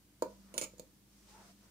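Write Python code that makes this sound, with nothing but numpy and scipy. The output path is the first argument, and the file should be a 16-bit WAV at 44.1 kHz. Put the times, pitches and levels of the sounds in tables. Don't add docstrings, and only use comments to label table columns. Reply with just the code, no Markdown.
import sys
import numpy as np
from scipy import signal
from scipy.fft import rfft, irfft
from scipy.io import wavfile
from scipy.ndimage import uniform_filter1d

SR = 44100
rng = np.random.default_rng(int(sys.argv[2]) if len(sys.argv) > 2 else 0)


def inscribe(sig):
    pcm = np.round(np.clip(np.atleast_2d(sig).T, -1, 1) * 32767)
    wavfile.write(sys.argv[1], SR, pcm.astype(np.int16))


N = 74970
TIME = np.arange(N) / SR

# (time [s], thud strength [dB], plastic strength [dB])
CAP_HITS = [(0.5408, -18.5, -22), (0.5793, -13, -3), (0.5826, -29, -17), (0.6136, -11.5, -10.5),
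            (0.6206, -13, -14), (0.6373, -30, -17), (0.642, -34, -19), (0.6483, -35, -24)]
# (frequency [Hz], gain [dB])
FAR_SIDE = [(100, -5.5), (250, -4.5), (550, -1.5), (1000, -3.5), (2500, -1), (4300, -5.5), (5600, -3.5),
            (7000, -2), (9000, -19.5), (15000, -15)]


def wood_ring():
    # (frequency [Hz], relative level [dB], time to fade 60 dB [s])
    desk_tones = [(189.75, -16, 0.33), (282, -40, 0.037), (348, -9, 0.038), (398, -12.5, 0.029),
                  (498.5, -4.5, 0.056), (522, -1, 0.076), (615, -3.5, 0.088), (929, -3, 0.063),
                  (1043, -10, 0.052), (1180, -28, 0.034), (1457, -17.5, 0.059)]
    # (frequency [Hz], relative level [dB])
    wood_colour = [(100, -14), (270, -1.5), (560, -1.5), (730, -9), (950, -2), (1400, -4), (1800, -33.5),
                   (4000, -17)]
    noise = undb(-5) * burst(wood_colour, fade_s=0.037)
    return unit(highpass(noise - ringing(desk_tones), hz=167))


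def plastic_ring():
    # (frequency [Hz], relative level [dB], time to fade 60 dB [s])
    barrel_tones = [(2275, -24, .06), (2615, -22, .06), (3050, -17, .02), (4380, -15, .04),
                    (5250, -16, .02), (6620, -10, .055), (6900, -1, .02), (7170, -11, .055),
                    (8530, -10, .015), (9900, 0, .009), (12800, -14, .012), (14400, -12, .012)]
    # (frequency [Hz], relative level [dB])
    crack_colour = [(80, -64), (500, -21), (1300, -8), (1750, -20.5), (2450, -1.5), (3000, -1),
                    (3700, -7.5), (4400, -5.5), (5800, -4), (7000, 3.5), (7900, -2), (9000, -1), (10000, 0),
                    (11000, -18.5), (13000, -8.5), (14700, -7), (15500, -14)]
    return np.sqrt(2) * unit(ringing(barrel_tones) + undb(1) * crack(crack_colour, fade_s=0.022))


def pen_knocks():
    # (time [s], thud strength [dB], thud bass cutoff [Hz], thud treble cutoff [Hz], tick strength [dB])
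    knocks = [(0.2225, 0.5, 232, 1670, -14.5), (0.7353, -24, 110, 387, -46), (0.7818, -33, 150, 600, -33.5),
              (0.7957, -12, 91, 380, -21)]
    # (frequency [Hz], relative level [dB])
    tick_colour = [(800, -1.5), (2200, -13), (3100, -11.5), (4500, 4), (5500, -8.5), (7000, 7),
                   (7800, -2.5), (9000, -1.5), (11000, -3.5), (15000, -5.5)]
    thuds, ticks = np.zeros(N), np.zeros((2, N))
    for start, thud_db, bass_hz, treble_hz, tick_db in knocks:
        thud = lowpass(highpass(wood_ring(), bass_hz), treble_hz)
        thuds += delay(undb(thud_db) * thud, start)
        ticks += delay(undb(tick_db) * crack(tick_colour, fade_s=0.021), start)
    return thuds, ticks


def cap_clicks():
    thuds, clicks = np.zeros(N), np.zeros((2, N))
    for start, thud_db, plastic_db in CAP_HITS:
        thuds += delay(undb(thud_db) * lowpass(wood_ring(), hz=730), start)
        clicks += delay(undb(plastic_db) * plastic_ring(), start)
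    return thuds, clicks


def cap_ring(pitch_hz=9510, grip_time=0.64):
    ring = unit(fade(0.16))
    energy = sum(delay((undb(plastic_db - 6) * ring) ** 2, start) for start, _, plastic_db in CAP_HITS)
    grip = np.exp(-np.log(1000) * np.maximum(TIME - grip_time, 0) / 0.06)
    return grip * np.sqrt(2 * energy) * np.sin(2 * np.pi * pitch_hz * TIME)


def cap_slides(ramp_s=0.0026, grain_spread_db=3.5):
    # (start [s], length [s], desk strength [dB], plastic strength [dB])
    slides = [(0.549, 0.027, -49.5, -61.5), (0.574, 0.05, -69, -57.5), (0.612, 0.035, -50, -42)]
    wood, plastic = np.zeros(N), np.zeros((2, N))
    for start, length, desk_db, plastic_db in slides:
        rubbing = np.clip(np.minimum(TIME - start, start + length - TIME) / ramp_s, 0, 1)
        noise = rng.standard_normal(N)
        grain_db = grain_spread_db * np.minimum(rng.exponential(size=N), 5)
        grit = rubbing * level(noise * undb(grain_db))
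        wood += undb(desk_db) * through(grit, wood_ring())
        plastic += undb(plastic_db) * through(grit, plastic_ring())
    return wood, plastic


def sleeve_rustle(hollow_width_hz=68):
    # (time [s], rush level [dB], hiss level [dB])
    swell = [(0.151, -101, -91), (0.30, -90, -70), (0.52, -67.5, -73.5), (0.72, -83.5, -71),
             (1.05, -95, -87.5), (1.13, -88, -72.5), (1.26, -73.5, -68.5), (1.31, -68, -63),
             (1.385, -61.5, -66), (1.45, -65.5, -66), (1.51, -70, -66), (1.551, -84, -74.5),
             (1.60, -76, -72), (1.65, -72, -70.5), (1.70, -76, -75)]
    # (frequency [Hz], relative level [dB])
    rush_colour = [(150, -5.5), (350, -3), (680, -0.5), (760, -7.5), (950, -2), (1300, -1), (1900, -7.5),
                   (3000, -17), (8000, -46)]
    # (frequency [Hz], relative level [dB])
    hiss_colour = [(600, -17), (2200, -4), (4000, -2.5), (5800, 1), (7500, -4), (9000, -3.5), (12000, -15),
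                   (15000, -13.5)]
    # (time [s], pitch [Hz], level [dB])
    hollow_path = [(1.27, 847, -86), (1.33, 853.4, -69.5), (1.39, 910.3, -64), (1.42, 862, -68),
                   (1.45, 673, -68), (1.51, 671, -69.5), (1.55, 670, -95)]
    flutter_db = 0.69 * wander(40)
    times, rush_db, hiss_db = np.array(swell).T
    rush = level(colour(wide_noise(), rush_colour)) * undb(np.interp(TIME, times, rush_db))
    hiss = level(colour(wide_noise(), hiss_colour)) * undb(np.interp(TIME, times, hiss_db))
    times, pitch_hz, hollow_db = np.array(hollow_path).T
    phase = 2 * np.pi * np.cumsum(np.interp(TIME, times, pitch_hz)) / SR
    band = sum(lowpass(wide_noise(), hollow_width_hz / 2) * wave(phase) for wave in (np.sin, np.cos))
    sounding = (TIME > times[0]) * (TIME < times[-1])
    hollow = level(band) * undb(np.interp(TIME, times, hollow_db)) * sounding
    return undb(flutter_db) * (rush + hiss + hollow)


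def near_echoes(left, right):
    # (left delay [s], right delay [s], gain [dB], treble cutoff [Hz])
    surfaces = [(.0031, 0.0038, -11, 12000), (.0079, 0.0087, -13, 9000), (.0355, .0357, -17, 900)]
    return sum(undb(db) * lowpass(np.array([delay(left, left_s), delay(right, right_s)]), treble_hz)
               for left_s, right_s, db, treble_hz in surfaces)


def room_tail(sound, build_s=0.0047, bass_fade_s=0.29, treble_fade_s=0.2):
    # (frequency [Hz], gain [dB])
    room_colour = [(120, -4), (500, -13), (1000, -11), (2500, -5), (7000, -10), (10000, -13.5), (15000, -8)]
    noise = wide_noise()
    bass = lowpass(noise, hz=1350)
    build = 1 - np.exp(-TIME / build_s)
    tail = np.sqrt(2) * unit(build * (bass * fade(bass_fade_s) + (noise - bass) * fade(treble_fade_s)))
    left, right = through(sound, colour(tail, room_colour))
    milder_far_side = [(hz, 0.65 * db) for hz, db in FAR_SIDE]
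    return np.array([colour(left, milder_far_side), right])


def room_air():
    # (frequency [Hz], relative level [dB])
    air_colour = [(20, -18), (32, -18), (52, -11.5), (78, -9.5), (105, -2.5), (135, -4), (200, -3),
                  (235, -7.5), (300, -1.5), (420, -14.5), (700, -18), (1500, -21.5), (3000, -21.5),
                  (6000, -21), (10000, -22.5), (15000, -23)]
    return undb(-66.5) * level(colour(wide_noise(), air_colour))


def low_hum(pitch_drift=0.01234, left_lag_s=0.00039):
    # (frequency [Hz], base level [dB], waver [dB])
    tones = [(52.5, -71, 2.5), (105, -80, 2.5), (195, -68.5, 2.5), (210, -76, 2.5)]
    # (time [s], added level [dB])
    swell = [(0.051, -6), (0.169, -4.5), (0.32, 6), (0.8, -2.5), (1.05, -4.5), (1.25, -2), (1.65, 2.5)]
    swell_db = np.interp(TIME, *np.array(swell).T)
    hum = np.zeros(N)
    for hz, db, waver_db in tones:
        loudness = np.sqrt(2) * undb(db + swell_db + waver_db * wander(6.98))
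        pitch_hz = hz * (1 + pitch_drift * wander(11))
        hum += loudness * np.sin(2 * np.pi * np.cumsum(pitch_hz) / SR)
    return np.array([delay(hum, left_lag_s), hum])


def ringing(tones):
    return unit(sum(undb(db) * np.sin(2 * np.pi * hz * TIME) * fade(fade_s) for hz, db, fade_s in tones))


def burst(points, fade_s):
    return unit(colour(rng.standard_normal(N) * fade(fade_s), points))


def crack(points, fade_s):
    common, side = burst(points, fade_s), undb(-4) * burst(points, fade_s)
    return np.sqrt(2) * unit(np.array([common + side, common - side]))


def wide_noise(split_hz=830):
    common, side = rfft(rng.standard_normal((2, N)))
    alike = 0.95 / (1 + (np.fft.rfftfreq(N, 1 / SR) / split_hz) ** 2)
    common, side = common * np.sqrt(1 + alike), side * np.sqrt(1 - alike)
    return level(irfft(np.array([common + side, common - side]), N))


def wander(rate_hz):
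    hold = int(SR / rate_hz)
    steps = np.repeat(rng.standard_normal(N // hold + 1), hold)[:N]
    return level(uniform_filter1d(uniform_filter1d(steps, hold), hold))


def colour(x, points, size=2048):
    hz, db = np.array(points, float).T
    gain = undb(np.interp(np.log(np.fft.rfftfreq(size, 1 / SR) + 1), np.log(hz), db))
    cepstrum = irfft(np.log(gain))
    cepstrum[1:size // 2] *= 2
    cepstrum[size // 2 + 1:] = 0
    return through(x, irfft(np.exp(rfft(cepstrum))))


def through(x, response):
    return irfft(rfft(x, 2 * N) * rfft(response, 2 * N))[..., :N]


def lowpass(x, hz):
    return signal.sosfilt(signal.butter(2, hz, fs=SR, output="sos"), x)


def highpass(x, hz):
    return signal.sosfilt(signal.butter(2, hz, "high", fs=SR, output="sos"), x)


def delay(x, seconds):
    gap = int(round(seconds * SR))
    return np.concatenate([np.zeros(x.shape[:-1] + (gap,)), x[..., :N - gap]], axis=-1)


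def fade(fade_s):
    return np.exp(-np.log(1000) * TIME / fade_s)


def undb(db):
    return 10 ** (np.asarray(db) / 20)


def unit(x):
    return x / np.sqrt(np.sum(x ** 2))


def level(x):
    return x / np.sqrt(np.mean(x ** 2))


def scene():
    knock_wood, paper_ticks = pen_knocks()
    click_wood, click_plastic = cap_clicks()
    slide_wood, slide_plastic = cap_slides()
    wood = knock_wood + click_wood + slide_wood
    bright_left, bright_right = paper_ticks + click_plastic + slide_plastic + cap_ring()
    left = colour(delay(wood, seconds=0.00023) + delay(bright_left, seconds=0.00041), FAR_SIDE)
    right = wood + bright_right
    pen = np.array([left, right]) + near_echoes(left, right) + room_tail(right)
    return pen + sleeve_rustle() + room_air() + low_hum()


def record(dry, top_hz=15500):
    return signal.sosfilt(signal.ellip(8, 0.2, 70, top_hz, fs=SR, output="sos"), dry)


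dry = scene()
out = record(dry)
inscribe(out)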